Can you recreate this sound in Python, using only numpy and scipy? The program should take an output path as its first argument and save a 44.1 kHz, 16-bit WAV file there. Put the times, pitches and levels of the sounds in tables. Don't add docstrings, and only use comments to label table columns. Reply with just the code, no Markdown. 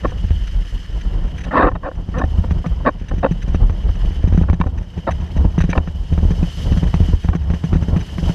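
import sys
import numpy as np
from scipy import signal
from scipy.io import wavfile
from scipy.ndimage import uniform_filter1d

SR = 44100
rng = np.random.default_rng(int(sys.argv[2]) if len(sys.argv) > 2 else 0)


def wav_record(signal):
    frames = np.transpose(np.atleast_2d(signal))
    bounded = np.clip(frames, -1, 1)
    quanta = np.round(bounded * 32767).astype(np.int16)
    wavfile.write(sys.argv[1], SR, quanta)


N = 367794


def from_db(db):
    return 10 ** (np.asarray(db) / 20)


def rms_one(x):
    return x / np.sqrt(np.mean(x ** 2) + 1e-20)


def in_time(rows):
    s, *columns = np.transpose(rows)
    return [np.interp(np.arange(N) / SR, s, column) for column in columns]


def drift(rate_hz):
    step = 40
    r = np.exp(-2 * np.pi * rate_hz * step / SR)
    coarse = rng.standard_normal(N // step + 2002)
    slow = signal.lfilter([1], [1, -2 * r, r * r], coarse)[2000:]
    return np.interp(np.arange(N) / step, np.arange(len(slow)), rms_one(slow))


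def ring(clicks, hz, t60, phase):
    r = np.exp(-np.log(1000) / (t60 * SR))
    w = 2 * np.pi * hz / SR
    b, a = [np.sin(phase), r * np.sin(w - phase)], [1, -2 * r * np.cos(w), r * r]
    return signal.lfilter(b, a, clicks + 1e-18)


def resonance(x, hz, width_hz):
    r = np.exp(-np.pi * width_hz / SR)
    b = (1 - r * r) / 2 * np.array([1, 0, -1])
    a = [1, -2 * r * np.cos(2 * np.pi * hz / SR), r * r]
    return signal.lfilter(b, a, signal.lfilter(b, a, x))


def butter(x, hz, kind, order=2):
    return signal.sosfilt(signal.butter(order, hz, kind, fs=SR, output="sos"), x)


def banded_noise(spectrum, patchy_db):
    hz, level_db = np.transpose(spectrum)
    edges = hz[0] * np.sqrt(2) ** np.arange(int(2 * np.log2(hz[-1] / hz[0])) + 2)
    together = drift(32.0)
    white = rng.standard_normal((2, N))
    out = 0
    for k, (low, high) in enumerate(zip(edges, edges[1:])):
        own_db = np.interp(np.log(low * high) / 2, np.log(hz), level_db)
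        flicker_db = patchy_db * (0.89 * together + drift(26.0))
        out = out + from_db(own_db + flicker_db) * butter(white[k % 2], [low, high], "band")
    return rms_one(out)


def strike(modes, at_s, level_db, spread_db, signs, tilt_db=0, phase=0):
    at = np.minimum((at_s * SR).astype(int), N - 1)
    out = np.zeros(N)
    for k, (hz, mode_db, t60) in enumerate(modes):
        clicks = np.zeros(N)
        share_db = mode_db + tilt_db * np.log2(hz / 1000) + spread_db * drift(33.7)[at]
        np.add.at(clicks, at, signs * from_db(level_db + share_db))
        direction = 1 if phase else (-1) ** k
        out += direction * ring(clicks, hz, t60, phase)
    return out


# frequency in Hz, width in Hz, share in the hiss in dB,
# share in the rattle in dB.
HOUSING = [(1753, 745, 5, 12), (2330, 880, -19, 6.5), (2998, 410, 10.5, -37), (3810, 130, -3.5, 5),
           (4375, 530, -6.5, -19.5), (5080, 650, -6, -44), (6040, 470, -10.5, 4), (6840, 2700, -19, -24.5),
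           (9400, 830, -23, -15.5), (11700, 4100, -28.5, -43)]


def housing(x, column):
    return sum(from_db(row[column]) * resonance(x, row[0], row[1]) for row in HOUSING)


# frequency in Hz, relative density in dB per Hz.
SPRAY = [(1000, 11.5), (2500, -2), (5000, -10.5), (9000, -40), (15000, -36.5)]
WASH = [(90, 20), (150, 11.5), (300, 1.5), (600, -3.5), (1000, -7), (1600, -29), (3000, -59)]
WASH_BOOM_HZ, WASH_BOOM_WIDTH_HZ, WASH_BOOM_DB = 171.7, 30, -4.0


def rush(spray_db, wash_db):
    gusts = drift(25)
    sung = 0
    for hz, width_hz, level_db, _ in HOUSING:
        flicker_db = 1.5 * (gusts + drift(56))
        sung = sung + from_db(level_db + flicker_db) * resonance(rng.standard_normal(N), hz, width_hz)
    hiss = 2.2 * rms_one(sung) + banded_noise(SPRAY, patchy_db=1.5)
    swell_db = spray_db - np.mean(spray_db)
    low, high = butter(hiss, 3100, "low"), butter(hiss, 5300, "high")
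    spray = from_db(-54.5 + 0.17 * swell_db) * low - from_db(-44.5 + swell_db) * high
    boom_wash = rms_one(resonance(rng.standard_normal(N), WASH_BOOM_HZ, WASH_BOOM_WIDTH_HZ))
    wash = banded_noise(WASH, patchy_db=1.6) + from_db(WASH_BOOM_DB) * boom_wash
    return spray + from_db(wash_db) * wash


def shaking(sway_db, hum_db):
    lumps = from_db(5.06 * drift(7.7))
    out = 0
    for hz, width_hz, level_db in ((34.6, 25, sway_db), (69.0, 26.0, hum_db)):
        rumble = rms_one(lumps * resonance(rng.standard_normal(N), hz, width_hz))
        out = out + from_db(level_db) * rumble
    return out


# start in seconds, level in dB before the housing resonances.
RATTLES = [(1.379, -35), (1.405, -37), (1.437, -33.5), (2.183, -31), (3.083, -33), (3.419, -33),
           (4.776, -35), (5.108, -31), (5.607, -21.5), (5.701, -28.5), (8.003, -30.5)]
RATTLE_S = 0.016
SLAP_RATTLE_DB, SLAP_RATTLE_FOLLOWS = -25.5, 0.66


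def rattles():
    faint_per_s = 14
    starts = (rng.random(N) < faint_per_s / SR) * from_db(-44.5 + 3.3 * rng.standard_normal(N))
    gate = 500 * uniform_filter1d(starts, size=500)
    slap_bursts = [(row[0], SLAP_RATTLE_DB + SLAP_RATTLE_FOLLOWS * row[2]) for row in SLAPS]
    for s, level_db in [*RATTLES, *slap_bursts]:
        gate[int(s * SR):int((s + RATTLE_S) * SR)] += from_db(level_db)
    soft_gate = uniform_filter1d(gate, size=120)
    chatter = soft_gate * rng.standard_normal(N) * from_db(0.82 * drift(130))
    return housing(chatter, 3)


# start in seconds, length in seconds, relative level in dB.
CREAKS = [(0.034, .006, -31), (0.045, 0.012, -13), (0.118, 0.0066, -32.5), (1.464, 0.022, -33),
          (1.509, 0.18, -5.5), (1.715, 0.0072, -19), (1.752, 0.01, -13), (1.83, 0.058, -15.5),
          (1.914, 0.001, -21), (2.141, 0.059, -20.5), (2.193, 0.013, -19.5), (2.212, 0.0073, -10.5),
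          (2.237, 0.0031, -10.5), (2.439, 0.0064, -20.5), (2.642, 0.019, -24.5), (2.847, 0.044, -5.5),
          (3.111, 0.0078, -19.5), (3.228, 0.0096, -11.5), (3.243, 0.0058, -7), (3.26, 0.0052, -8),
          (4.433, .006, -22), (4.484, 0.0062, -18.5), (4.638, 0.0026, -18.5), (4.665, 0.0073, -19),
          (5.068, 0.027, -12.5), (5.752, 0.0073, -16), (7.33, 0.0059, -16.5)]
# frequency in Hz, share in dB, t60 in seconds.
CLAMP = [(285, 5, 0.032), (511, 3, 0.044), (615, 8, 0.015), (764, -2, 0.051), (883, 5, 0.0099),
         (1080, 6.5, 0.02), (1272, 5, 0.01), (1477, 1, 0.015), (1784, -2, 0.022)]
CLAMP_TOP = [(2330, -18, 0.021), (2660, -13.5, 0.0089), (3770, -25, 0.02), (4520, -24, 0.0054)]
CREAK_START_DOWN_DB, CREAK_TOP, CREAK_END_GAIN_DB = 20, 0.38, 2
CREAK_TILT_DB, TILT_DB_PER_S, TILT_FALL_DB_PER_S = -1.5, 28.5, 22.5


def creaks():
    at_s, level_db, signs, tilt_db = [], [], [], []
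    for s, length, creak_db in CREAKS:
        force = np.clip((creak_db + 19.5) / 10.0, 0, 1)
        chance = rng.standard_normal((3, 200))
        slips_per_s = 240 + 650 * force
        gaps = from_db((0.6 + 2.5 * force) * chance[0, 1:]) / slips_per_s
        since = np.cumsum(np.r_[0, gaps])
        inside = s + since <= s + length
        contour_db = np.interp(since, [0, CREAK_TOP * length, length],
                               [-CREAK_START_DOWN_DB, 0, CREAK_END_GAIN_DB])
        swell_db = force * min(length / 0.058, 1) * contour_db
        slip_db = creak_db - 6.23 * force + swell_db + (1 + 3 * force) * chance[1]
        slip_tilt_db = CREAK_TILT_DB + TILT_DB_PER_S * length - TILT_FALL_DB_PER_S * since
        slip_signs = np.sign(chance[2] + 3 * (1 - force))
        at_s += list((s + since)[inside])
        level_db += list(slip_db[inside])
        signs += list(slip_signs[inside])
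        tilt_db += list(slip_tilt_db[inside])
    at_s, level_db, signs = np.array(at_s), np.array(level_db), np.array(signs)
    body = strike(CLAMP, at_s, level_db, 3.0, signs, np.array(tilt_db))
    top = strike(CLAMP_TOP, at_s, level_db, 3.0, signs)
    both = butter(body, 2140, "low", order=8) + butter(top, [1950, 5000], "band", order=4)
    return from_db(-5.0) * both


# start in seconds, relative level in dB.
SNAPS = [(4.613, -13), (5.73, -14.5), (5.777, -11.5)]
SNAP_TOP_DB, SNAP_THIN_HZ = 14.5, 915


def snaps():
    s, level_db = np.transpose(SNAPS)
    s = np.r_[s, s + 0.0022]
    level_db = np.r_[level_db, level_db - 3.0]
    body, top = (strike(modes, s, level_db, 3.5, np.ones(len(s))) for modes in (CLAMP, CLAMP_TOP))
    bright = butter(body, SNAP_THIN_HZ, "high") + from_db(SNAP_TOP_DB) * top
    return butter(bright, 4100, "low", order=3)


# start in seconds, crack peak in dB, knock in dB, deep thud in dB
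SLAPS = [(0.24, -32, -36, -16.5), (0.306, -21.5, -40.5, -10.5), (1.326, -45, -46.5, -20),
         (2.088, -35.5, -22, -12.5), (2.177, -35, -15, -30), (2.239, -28, -24.5, -10),
         (2.384, -40, -21, -8.5), (2.509, -13.5, -9, -30.5), (2.662, -14, -19, -31),
         (3.013, -36, -26, -18.5), (3.137, -56, -38.5, -12.5), (3.181, -41, -18.5, -19),
         (3.31, -33, -11, -27), (3.478, -37, -18, -25.5), (3.546, -16.5, -15, -4.5),
         (3.697, -18, -28.5, -14.5), (3.891, -25, -38.5, -13), (4.049, -33, -28, -20.5),
         (4.106, -34.5, -35, -16), (4.24, -29.5, -27, -1.5), (4.274, -34, -16.5, -20),
         (4.324, -23.5, -22, -6), (4.346, -36.5, -20, -5), (4.376, -19, -13, -13.5),
         (4.413, -25.5, -14, -4), (4.499, -10, -9, -0.5), (4.531, -11, -10, -3), (4.601, -10, -6.5, 0),
         (4.661, -40.5, -20, -7.5), (4.977, -36, -16.5, -19.5), (5.108, -19, -25, -11.5),
         (5.201, -31.5, -24, -28), (5.364, -39, -18, -16), (5.451, -27.5, -24, -1),
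         (5.58, -13.5, -1.5, -37), (5.605, -8.5, -35.5, -11), (5.639, -20, -14, -15.5),
         (5.691, -25, -9, -15), (5.775, -25.5, -16.5, -0.5), (5.875, -14, -15, -17),
         (6.124, -35, -18.5, -7), (6.178, -17.5, -11.5, -5.5), (6.229, -42.5, -21, -7),
         (6.251, -32, -39, -8), (6.306, -23.5, -11.5, -12.5), (6.428, -35, -10, -19),
         (6.719, -37, -12, -11), (6.771, -45, -15.5, -18.5), (6.83, -26.5, -13, -10),
         (6.941, -14, -15, -13.5), (7.003, -32, -24, -3.5), (7.086, -41, -22, -17.5),
         (7.135, -45, -31, -6.5), (7.246, -23, -17, -10.5), (7.288, -13, -15, -2),
         (7.351, -14.5, -7.5, -26.5), (7.502, -16, -16, -7.5), (7.537, -19, -11.5, -14.5),
         (7.639, -19.5, -10.5, -38.5), (7.73, -19, -14, -5), (7.757, -23, -8.5, -9.5),
         (7.824, -19, -7.5, -23.5), (7.883, -27, -17, -7), (7.929, -36, -26.5, -10),
         (7.963, -16, -8.5, -30), (8.183, -16.5, -16.5, -29.5), (8.228, -44, -16, -16.5),
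         (8.294, -21.5, -11.5, -30)]
# frequency in Hz, share in dB, t60 in seconds.
BOOM = [(168.2, 8, 0.096), (244, -5.5, 0.0087), (287, -3.5, 0.014)]
BOOM_DEEP = [(43.7, 5, 0.098), (78.2, 4.13, 0.2)]
CRACK_HZ, CRACK_FADE_S = (198, 1430), 0.0054
CRACK_NOISE_DB = -9.0
KNOCK_LAG_S = 0.000989
JOLT_PHASE = 0.36


def slaps():
    s, crack_db, knock_db, thud_db = np.transpose(SLAPS)
    spread_db, signs = 2.5, -np.ones(len(s))
    knock = strike(BOOM, s + KNOCK_LAG_S, knock_db, spread_db, signs, phase=JOLT_PHASE)
    thud = strike(BOOM_DEEP, s + KNOCK_LAG_S, thud_db, spread_db, signs, phase=JOLT_PHASE)
    clicks = np.zeros(N)
    clicks[(s * SR).astype(int)] = from_db(crack_db)
    fade = signal.lfilter([1], [1, -np.exp(-1 / (CRACK_FADE_S * SR))], clicks + 1e-18)
    per_band = SR / (2 * (CRACK_HZ[1] - CRACK_HZ[0]))
    splutter = from_db(CRACK_NOISE_DB) * np.sqrt(per_band) * fade * rng.standard_normal(N)
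    crack = butter(per_band * clicks + splutter, CRACK_HZ, "band")
    return butter(knock + thud, 446, "low", order=3) + butter(crack, 4100, "low")


# time in seconds, slow sway in dB, boom hum in dB.
SHAKE = [(0.0, -12, -33), (0.42, -9, -35.5), (0.67, -16, -61), (1.32, -16.5, -29), (1.81, -12, -38.5),
         (2.32, -12.5, -11), (2.79, -14.5, -23.5), (3.97, -12, -28.5), (4.41, -21.5, -14),
         (4.85, -16.5, -22), (5.2, -15.5, -18), (8.34, -22.5, -18)]
# time in seconds, spray treble in dB (used about its mean), low wash in dB.
RUSH = [(0, -71.5, -22.5), (.3, -69.5, -33.5), (.75, -69, -31), (1.4, -75.5, -23), (2.4, -66.5, -24.5),
        (2.8, -72, -25.5), (4.4, -71.5, -28), (4.85, -70.5, -21.5), (5.7, -69, -25), (6.0, -65.5, -26),
        (6.65, -59.5, -22), (6.85, -65, -23.5), (7.22, -65, -26.5), (7.35, -69.5, -25.5), (7.9, -64, -20),
        (8.34, -59.5, -19.5)]
SLOSH_S, SLOSH_HALF_S, SLOSH_DB = 5.775, 0.04, 12


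def scene():
    rig = shaking(*in_time(SHAKE)) + slaps()
    power = uniform_filter1d(rig ** 2, size=900) / np.mean(rig ** 2)
    jolt_db = 10 * np.log10(power + 0.0041)
    spray_db, wash_db = in_time(RUSH)
    slosh_db = SLOSH_DB * np.exp(-((np.arange(N) / SR - SLOSH_S) / SLOSH_HALF_S) ** 2)
    water = rush(spray_db, wash_db + slosh_db + 0.67 * jolt_db)
    return (rig + creaks() + snaps() + rattles() + water)[None]


def record(dry):
    x = butter(dry, 30.0, "high")
    over_db = np.maximum(20 * np.log10(np.abs(x) + 1e-9) + 0.5, 0)
    release_db = 9.06 * np.arange(N) / SR
    held_db = np.maximum.accumulate(over_db + release_db, axis=1) - release_db
    x = x * from_db(-uniform_filter1d(held_db, size=300, axis=1))
    x = 1.193 * np.tanh(x / 1.348)
    top_cut = signal.cheby2(16, 50, 15450, fs=SR, output="sos")
    return signal.sosfilt(top_cut, x)


dry = scene()
out = record(dry)
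wav_record(out)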